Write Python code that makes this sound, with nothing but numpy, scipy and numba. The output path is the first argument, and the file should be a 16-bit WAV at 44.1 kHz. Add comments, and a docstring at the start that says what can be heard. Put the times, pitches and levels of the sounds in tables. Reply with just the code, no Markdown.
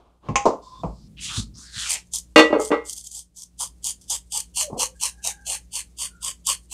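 """Salt is shaken from a glass jar over a skillet, close to a phone in a small kitchen.
First come clinks, footsteps and wooden knocks. Then the jar tips, salt slides along the glass, and
two strokes throw it at the lid. A second jar lands on the iron griddle hard enough to overload the
microphone. The shaking settles into a beat: on each stroke the grains shower against the lid and
ring the jar's air. An appliance hums the whole time."""
import sys
import numpy as np
from scipy import signal
from scipy.fft import rfft, irfft
from scipy.io import wavfile
from scipy.ndimage import uniform_filter1d
from numba import njit

SR = 44100
rng = np.random.default_rng(int(sys.argv[2]) if len(sys.argv) > 2 else 0)


def transcribe(u):
    """Save the signal u as a 16-bit wav file named by the first command-line argument.

    u: samples, shape (n,) or (channels, n), limited to [-1, 1]; the rate is SR.
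    q: integer samples, one column per channel.
    """
    v = np.clip(np.atleast_2d(u).T, -1, 1)
    q = np.round(v * 32767).astype(np.int16)
    wavfile.write(sys.argv[1], SR, q)


N = 296771
TIME = np.arange(N) / SR

# Strokes of the jar: landing_s, rise_s, hiss_db, air_db (compared with the hiss)
STROKES = [(1.891, 0.0045, -24, -24.5), (2.133, 0.0035, -26.5, -23.5), (2.596, 0.042, -36, -36),
           (2.857, 0.038, -36.5, -35), (2.961, 0.0042, -38.5, -31), (3.037, 0.0041, -42.5, -34.5),
           (3.11, 0.056, -37.5, -28), (3.359, 0.04, -43, -28.5), (3.596, 0.013, -27.5, -9),
           (3.841, 0.024, -27, -23), (4.011, 0.002, -55.5, -30), (4.096, 0.019, -24, -14.5),
           (4.32, 0.039, -27, -15), (4.558, 0.035, -23.5, -14.5), (4.789, 0.016, -22.5, -7),
           (5.01, 0.025, -25, -13), (5.239, 0.022, -26, -8.5), (5.465, 0.05, -27.5, -12),
           (5.729, 0.031, -30, -18.5), (5.984, 0.035, -29, -16), (6.224, 0.038, -29.5, -12),
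           (6.464, 0.025, -22.5, -11.5), (6.711, 0.052, -31.5, -9)]
# How far the jar is tipped: time_s, tip_share (1 is upside down)
JAR_TIP = [(1.9, 0.49), (3.4, 0.28), (3.85, 0.57), (5.6, 0.93), (6.7, 0.82)]
# Tone of salt hitting the lid: pitch_hz, level_db
SALT_TONE = [(2240, -39.5), (3800, -13.5), (4350, -6), (5300, -5.5), (6580, 0), (8670, 1), (9300, -2),
             (10100, -7), (13000, -16), (15400, -32)]
# High notes of the space inside the jar: pitch_hz, level_db
JAR_NOTES = [(6400, -20.5), (9200, -17)]
LANDING_S, SHOWER_FALL_S = 0.0024, 0.051  # half the salt lands this fast; the shower dies this fast
LID_DB, NORMAL_STROKE_DB = -3, -22  # lid ring on a normal stroke; that stroke's level
LID_TIP_DB, LID_PER_DB = 16.5, 0.15  # more ring with more tip, and on a harder stroke
LID_RING_HZ, LID_SAG_HZ, LID_LOW_EDGE_HZ = 3270, 400, 2770

def shaker():
    """Each stroke throws salt at the lid; as it piles up, the lid's ring sinks and the air tone rises."""
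    hiss, lid, air, pile = np.zeros((4, N))
    tip = np.interp(TIME, *np.transpose(JAR_TIP))
    t = np.arange(-SR // 25, SR // 4) / SR  # time around a landing
    early_grains = 0.16 * np.exp(-(t / 0.012) ** 2)
    fall_back = undb(-38) * np.exp(-((t - 0.18) / 0.021) ** 2)
    for landing, rise, db, air_db in STROKES:
        start = landing + t[0]
        dying = np.exp(-(np.maximum(t - rise, 0) / SHOWER_FALL_S) ** 2.77)
        bulk = (ramp(t, LANDING_S) + ramp(t, rise)) / 2 * dying
        flow = undb(db) * np.maximum(early_grains, bulk)
        add(hiss, start, flow + undb(db) * fall_back * tip[int(landing * SR)])
        add(lid, start, flow * undb(LID_DB + LID_PER_DB * (db - NORMAL_STROKE_DB)))
        add(air, start, flow * bulk * undb(air_db) * ramp(t, 0.01))  # the bulk makes a hollow pop
        pile[TIME > start] = ramp(TIME[TIME > start] - landing, rise + SHOWER_FALL_S)
    shower = grains(per_s=14000, spread_db=1.85) * clumps(tip)
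    salt = unit(colour(shower, SALT_TONE))
    spot_hz = np.minimum(7520 * np.exp(0.14 * wander(10)), SR / 3)  # moves with where the salt lands
    spray = hiss * unit(salt + undb(-9.5) * resonate(salt, spot_hz, 2000)) * undb(1.5)
    lid_hz = LID_RING_HZ - LID_SAG_HZ * tip ** 2 * (1 + pile) / 2 + 100 * wander(3.5)
    bare = resonate(shower, lid_hz, 850) * undb(0.5) + resonate(shower, 1.48 * lid_hz, 650) * undb(-6)
    bare = high_pass(bare, LID_LOW_EDGE_HZ)
    heaped = (pile * tip) ** 2 * high_pass(resonate(shower, 2500 - 550 * pile, 1600), 1400) * undb(-3.5)
    ring = lid * undb(LID_TIP_DB * (tip - 1)) * (bare + heaped)
    air_hz = np.interp(TIME, [5.3, 6.3], [790, 900])  # the air tone is higher in the last strokes
    air_hz += 170 * pile + 35 * wander(5.1)
    side_notes = resonate(shower, 1100, 140) * undb(-6) + resonate(shower, 560, 120) * undb(-6.5)
    hollow = air * (resonate(shower, air_hz, 230) + pile * side_notes)
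    high_notes = sum(resonate(hiss * shower, hz, 400) * undb(db + 4 * wander(6)) for hz, db in JAR_NOTES)
    return spray + ring + hollow + high_notes * np.std(hiss)

def clumps(tip, per_s=100, level_db=3, fade_s=.009):
    """Small clumps make the shower jump in level, most of all in the thin flow of a barely tipped jar."""
    t = np.arange(SR // 100) / SR
    hits = (rng.random(N) < per_s / SR) * rng.random(N) ** 2
    return 1 + undb(level_db) / tip * signal.fftconvolve(hits, fade(t, fade_s))[:N]

# The biggest crystals: start_s, level_db
BIG_CRYSTALS = [(1.907, -9), (1.917, -7), (1.93, -10), (2.158, -7.5), (2.185, -14), (2.65, -13),
                (2.897, -18), (2.932, -17.5), (3.843, -13.5), (4.102, -9), (4.375, -4.5), (4.403, -12),
                (5.035, -5), (5.273, -6), (6.247, -11), (6.47, -3.5)]

def crystals():
    """A big crystal hits the lid alone: a sharp tick with a brief scatter."""
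    out, t = np.zeros(N), np.arange(SR // 25) / SR
    for s, db in BIG_CRYSTALS:
        tick = colour(rng.standard_normal(len(t)) * (fade(t, .011) + .35 * fade(t, .035)), SALT_TONE)
        add(out, s, undb(db - 3.5) * tick / np.abs(tick).max())
    return out

# Tilts of the jar: trickle_start_s, heap_gives_way_s, stop_s, trickle_db, rush_db
TILTS = [(1.165, 1.179, 1.3995, -45.5, -34), (1.538, 1.71, 1.956, -50, -33)]
# Two notes that move with the heap: time_s, ring_hz, hollow_hz, hollow_db
HEAP_NOTES = [(1.2, 2950, 1430, -52), (1.311, 3100, 1357, -6), (1.54, 5050, 1060, -22),
              (1.61, 6200, 1210, -10.5), (1.68, 4500, 1730, -7.5), (1.84, 3200, 1660, -5),
              (1.876, 2500, 1400, -7), (1.93, 2400, 850, -10)]
# Tone of salt sliding on glass: pitch_hz, level_db
SLIDE_TONE = [(2000, -30.5), (4000, 0.5), (7200, 4), (9400, -1), (12000, -20), (15000, -30.5)]
TRICKLE_RISE_S, RUSH_RISE_S, SPREAD_S = 0.02, 0.089, 0.047

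def slide():
    """A few grains trickle along the glass, then the heap gives way and hisses in uneven spurts."""
    hiss, flow, ring = np.zeros((3, N))
    for start, gives_way, stop, trickle_db, rush_db in TILTS:
        trickle = undb(trickle_db) * ramp(TIME - start, TRICKLE_RISE_S)
        rush = undb(rush_db) * ramp(TIME - gives_way, RUSH_RISE_S)
        moving = np.maximum(trickle, rush) * fade(np.maximum(TIME - stop, 0), 0.14)
        spread = ramp(TIME - start, SPREAD_S) ** 3
        ring += moving * undb(2.5 - 3.5 * spread)  # the first grains ring more than the spread salt
        hiss += moving * spread
        flow += moving
    s, *columns = np.transpose(HEAP_NOTES)
    ring_hz, hollow_hz, hollow_db = (np.interp(TIME, s, column) for column in columns)
    run = grains(per_s=32000, spread_db=-6) * undb(1.2 * wander(45.4))
    patter = grains(per_s=3400, spread_db=0) * undb(0.37 * wander(60))
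    hollow = flow * undb(hollow_db) * resonate(patter, hollow_hz, 580)
    return hiss * unit(colour(run, SLIDE_TONE)) + ring * resonate(patter, ring_hz, 1500) + hollow

# The second jar's landings: start_s, level_db, brightness_hz, change_per_bounce_db
JAR_LANDINGS = [(2.3598, 2, 4750, 1), (2.503, -8, 695, -22.5), (2.527, -3.5, 1010, -1.5),
                (2.705, -8.5, 690, -27), (2.7155, -3.5, 1340, -6)]
# Tone of glass hitting iron: pitch_hz, level_db
GRIDDLE_TONE = [(60, -33.5), (200, -15), (450, 8), (700, -2), (1200, 2.5), (1700, -10), (2700, -4),
                (4500, -11), (8000, -7.5), (14000, -22.5)]
# Ringing of the griddle and jar: pitch_hz, level_db, fade_s
GRIDDLE_NOTES = [(308, 3, .19), (468, 0, .2), (522, -6, .15), (564, -6, .35), (602, -3, .2),
                 (834, -12, .28), (1029, -5, .18), (1176, -3, .17), (1250, -6, .22), (1577, -5, .15),
                 (1952, 0, .23), (2205, -8, .18), (2510, -8, .17), (2789, 0, .2), (3555, -5, .14),
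                 (4396, -4, .13)]
# The rocking jar's own clunks: start_s, level_db, brightness_hz
CLUNKS = [(2.529, 5.5, 560), (2.56, -5, 1500), (2.595, -1.5, 1070), (2.716, 1.5, 2350)]
# Ringing of those clunks: pitch_hz, level_db, fade_s
CLUNK_NOTES = [(426, 0.5, 0.16), (595, 1.5, 0.12), (839, -6, 0.12), (1159, -2, 0.098), (1284, -6, 0.19),
               (2120, -14, 0.32)]
BOUNCE_S, BRIGHTNESS_KEPT = .015, 0.92

def second_jar():
    """A jar lands on the griddle and rocks to rest; each landing is three quick, ever duller touches."""
    touches = [(s + k * BOUNCE_S * rng.uniform(.8, 1.2), db + k * change_db, hz * BRIGHTNESS_KEPT ** k)
               for s, db, hz, change_db in JAR_LANDINGS for k in range(3)]
    iron = strike(touches, GRIDDLE_TONE, burst_db=-16.5, fade_s=.125, notes=GRIDDLE_NOTES, ring_db=-12.8)
    glass = strike(CLUNKS, GRIDDLE_TONE, burst_db=-27.5, fade_s=0.21, notes=CLUNK_NOTES, ring_db=-15)
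    return high_pass(iron + glass, 200, order=4)  # the landings are cut below 200 Hz

# Clinks, and the sharp ticks that open two of the knocks: start_s, level_db, brightness_hz
CLINKS_AND_TICKS = [(.2865, -23.5, 2100), (.3568, -4.5, 16000), (.8348, -39, 5000)]
# Tone of the hit: pitch_hz, level_db
CLINK_TONE = [(200, -6.5), (1000, 0.5), (1500, -9), (2500, 6.5), (4200, -16), (7000, 1), (8500, -18),
              (14000, -50.5)]
# Ringing after it: pitch_hz, level_db, fade_s
CLINK_NOTES = [(815, -1, 0.28), (1059, 6.5, 0.12), (2540, -8, 0.12), (6100, -11, .12)]

def clinks():
    """Hard kitchenware is hit and rings briefly; the same bright tick also opens two of the wooden knocks."""
    return strike(CLINKS_AND_TICKS, CLINK_TONE, burst_db=-17, fade_s=0.11, notes=CLINK_NOTES, ring_db=-11.5)

# Knocks: start_s, level_db, brightness_hz
KNOCKS = [(.2865, -15.5, 5450), (.4548, 2, 7200), (.4625, 3.5, 1460), (.834, -10.5, 2200),
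          (4.699, -21.5, 930), (4.728, -15, 777), (4.762, -17.5, 784)]
# Tone of the wood: pitch_hz, level_db
WOOD_TONE = [(40, -17.5), (130, -18.5), (290, -0.5), (750, 0.5), (1090, -3), (1550, -29), (3000, -33.5),
             (7000, -25.5), (11000, -45.5)]

def knocks():
    """Knocked wood gives a dull burst with no clear note."""
    return strike(KNOCKS, WOOD_TONE, burst_db=-18, fade_s=0.18)

# Steps and bumps through the floor: start_s, level_db, brightness_hz
STEPS = [(.285, -0.5, 247), (.835, -3, 246), (1.372, -1.5, 352), (1.76, -6, 68.5), (4.71, -11.5, 249.3)]
# Tone of the floorboards: pitch_hz, level_db
FLOOR_TONE = [(25, -40), (54, 4.5), (78, -6.5), (112, 3.5), (190, 1.5), (300, -11.5), (1000, -53)]

def footsteps():
    """Feet thud on the boards, which rumble while the cook walks up."""
    thuds = strike(STEPS, FLOOR_TONE, burst_db=-23.5, fade_s=0.081, push_s=0.026)
    rumble = swell(s=(0.79, 1.6), db=(-47.5, -47.5)) * undb(wander(24)) * noise(FLOOR_TONE)
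    return thuds + rumble

# One list for each squeak: time_s, pitch_hz, level_db
SQUEAKS = [
    [(.63, 1030, -45.5), (.81, 1042, -45.5)],
    [(.62, 3580, -66), (.82, 3590, -56)],
    [(4.62, 641, -51), (4.78, 484, -34.5), (4.95, 518, -66)],
    [(4.95, 1650, -65), (5.48, 1597, -59.5)],
    [(5.13, 794, -65.5), (5.48, 820, -63.5)],
    [(6.06, 1450, -66), (6.23, 1390, -50)],
]

def squeaks():
    """Faint, far-off squeaks and scrapes: thin, unsteady tones."""
    out = np.zeros(N)
    for rows in SQUEAKS:
        s, hz, db = np.transpose(rows)
        level = swell(s, db) * undb(2 * wander(40))
        out += level * resonate(rng.standard_normal(N), np.interp(TIME, s, hz), 0.061 * hz[0])
    return out

# Loudness of the brushing: time_s, level_db
BRUSH_LEVELS = [(0, -56.5), (.2, -67), (.27, -43.5), (.55, -69), (.8, -57.5), (1.1, -78)]
# Its tone: pitch_hz, level_db
BRUSH_TONE = [(150, -0.5), (1150, -3.5), (1900, -25.5), (3200, -18), (14000, -50.5)]
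# Loudness of the rubbing: time_s, level_db
RUB_LEVELS = [(.62, -57), (.84, -62), (1.08, -64)]

def rustle():
    """Hands and cloth brush past things on the counter, then rub with a thin, patchy sound."""
    brushing = swell(*np.transpose(BRUSH_LEVELS)) * undb(1.7 * wander(40)) * noise(BRUSH_TONE)
    rubbing = sum(resonate(rng.standard_normal(N), hz, width_hz=2000) * undb(3 * wander(15.8)) / hz
                  for hz in (4800, 7400))
    return brushing + swell(*np.transpose(RUB_LEVELS)) * unit(rubbing)

# Notes of the motor: pitch_hz, level_db
HUM_NOTES = [(59.2, -53), (118.4, -74), (177.6, -63)]
# Tone of the room noise: pitch_hz, level_db
KITCHEN_TONE = [(25, -32.5), (50, 1.5), (80, -9.5), (300, -19), (700, -33), (1500, -41.5), (9000, -38),
                (15000, -51)]
# The phone's level control on both, as a set curve: time_s, level_db
PHONE_LEVELS = [(.2, -11), (.4, -2), (2.6, 0.5), (3.3, -8.5), (3.7, 0)]

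def appliance():
    """A motor hums steadily over soft room noise."""
    hum = sum(undb(db + 0.85 * wander(17)) * np.sin(2 * np.pi * (hz * TIME + rng.random()))
              for hz, db in HUM_NOTES)
    room_noise = undb(-57 + 0.4 * wander(13)) * noise(KITCHEN_TONE)
    # the phone's level control fades both in and lowers them after the loud landing
    return (np.sqrt(2) * hum + room_noise) * undb(np.interp(TIME, *np.transpose(PHONE_LEVELS)))

# Tone of the kitchen's echo: pitch_hz, level_db
ECHO_TONE = [(80, -4), (300, -1.5), (15000, -5.5)]

def room(x, echo_db, fade_s):
    """Sound bounces around the kitchen and blurs into a short tail."""
    t = np.arange(SR * 3 // 4) / SR
    tail = colour(rng.standard_normal(len(t)) * fade(t, fade_s) * np.clip(t / 0.022 - .3, 0, 1), ECHO_TONE)
    return x + undb(echo_db) * signal.fftconvolve(x, tail / np.sqrt(np.sum(tail ** 2)))[:N]

def strike(blows, tone, burst_db, fade_s, notes=(), ring_db=0, push_s=1 / SR):
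    """Each blow on an object makes a noisy burst plus any clear notes; a soft touch dulls both."""
    out, t, last = np.zeros(N), np.arange(SR // 2) / SR, -np.inf
    burst = fade(t, fade_s) * ramp(t, push_s)
    rings = [(hz, undb(ring_db + note_db) * fade(t, ring_s)) for hz, note_db, ring_s in notes]
    for s, db, bright_hz in blows:
        sound = colour(rng.standard_normal(len(t)) * burst, tone)
        sound = undb(burst_db) * sound / np.sqrt(np.mean(sound[:SR // 30] ** 2))
        pressed_db = -3.5 * np.exp(last - s)  # still pressed down by the last touch, it rings less
        last = s
        for hz, decay in rings:
            shifted_hz = hz + 3 * rng.standard_normal()  # each touch shifts the notes a little
            ring = decay * np.sin(2 * np.pi * shifted_hz * t)
            sound += ring * undb(pressed_db + rng.standard_normal()) * rng.choice([-1, 1])
        dulling = signal.butter(2, min(bright_hz, SR / 3), fs=SR, output="sos")
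        add(out, s, undb(db) * signal.sosfilt(dulling, sound))
    return out

def grains(per_s, spread_db):
    """Many tiny hits at random times, some harder than others."""
    size = undb(spread_db * np.minimum(rng.exponential(size=N), 6))
    return unit((rng.random(N) < per_s / SR) * size * rng.standard_normal(N))

def noise(tone):
    """Steady noise with the given tone."""
    return unit(colour(rng.standard_normal(N), tone))

def colour(x, tone):
    """Shape a sound by (pitch_hz, level_db) points, with no ringing ahead of a hit."""
    size = 4096
    hz, db = np.transpose(tone)
    log_hz = np.log(np.arange(size // 2 + 1) * SR / size + 1)
    cepstrum = irfft(np.log(undb(np.interp(log_hz, np.log(hz), db))))
    cepstrum[1:size // 2] *= 2
    cepstrum[size // 2 + 1:] = 0
    return signal.fftconvolve(x, irfft(np.exp(rfft(cepstrum))))[:len(x)]

@njit
def band_pass(x, hz, width_hz):
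    """Keep the sound near a moving pitch."""
    y, band, low = np.empty(len(x)), 0., 0.
    for i in range(len(x)):
        step, damping = np.tan(np.pi * hz[i] / SR), width_hz / hz[i]
        now = (band + step * (x[i] - low)) / (1 + step * (step + damping))
        band, low, y[i] = 2 * now - band, low + 2 * step * now, damping * now
    return y

def resonate(x, hz, width_hz):
    """Make a sound ring around one pitch, at average level 1."""
    centre = hz * np.ones(N)
    return unit(band_pass(band_pass(x, centre, float(width_hz)), centre, float(width_hz)))

def high_pass(x, hz, order=6):
    """Cut away the sound below hz."""
    return signal.sosfilt(signal.butter(order, hz, "high", fs=SR, output="sos"), x)

def wander(per_s):
    """Smooth random drift, roughly 1 either way."""
    hold = int(SR / per_s)
    steps = np.repeat(rng.standard_normal(N // hold + 1), hold)
    return 2.1 * uniform_filter1d(uniform_filter1d(steps, hold), hold)[:N]

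def swell(s, db):
    """Follow a loudness curve, easing to silence outside it."""
    inside = (TIME >= s[0]) & (TIME <= s[-1])
    return uniform_filter1d(inside * undb(np.interp(TIME, s, db)), SR // 70)

def ramp(t, length_s):
    """Rise from 0 to 1 over length_s."""
    return np.clip(t / length_s, 0, 1)

def fade(t, fade_s):
    """Die away by 60 dB every fade_s."""
    return np.exp(-np.log(1000) * t / fade_s)

def add(out, s, sound):
    """Mix a sound in at time s."""
    i = int(s * SR)
    out[i:i + len(sound)] += sound[:N - i]

def undb(db):
    """Turn decibels into a multiplier."""
    return 10 ** (np.asarray(db) / 20)

def unit(x):
    """Scale to an average (rms) level of 1."""
    return x / np.sqrt(np.mean(x ** 2))

def scene():
    """The salt is close, with little echo; the knocks carry more of the room."""
    salt = room(shaker() + crystals() + slide(), echo_db=-17.5, fade_s=0.15)
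    bumps = room(second_jar() + clinks() + knocks() + footsteps(), echo_db=-13.5, fade_s=0.24)
    mono = salt + bumps + squeaks() + rustle() + appliance()
    return np.array([mono, mono])

def record(dry):
    """The microphone flattens peaks that are too loud, and the highest treble is cut."""
    treble_cut = signal.ellip(8, .2, 70, 15500, fs=SR, output="sos")
    return signal.sosfilt(treble_cut, np.clip(dry, -1, 1))

dry = scene()
out = record(dry)
transcribe(out)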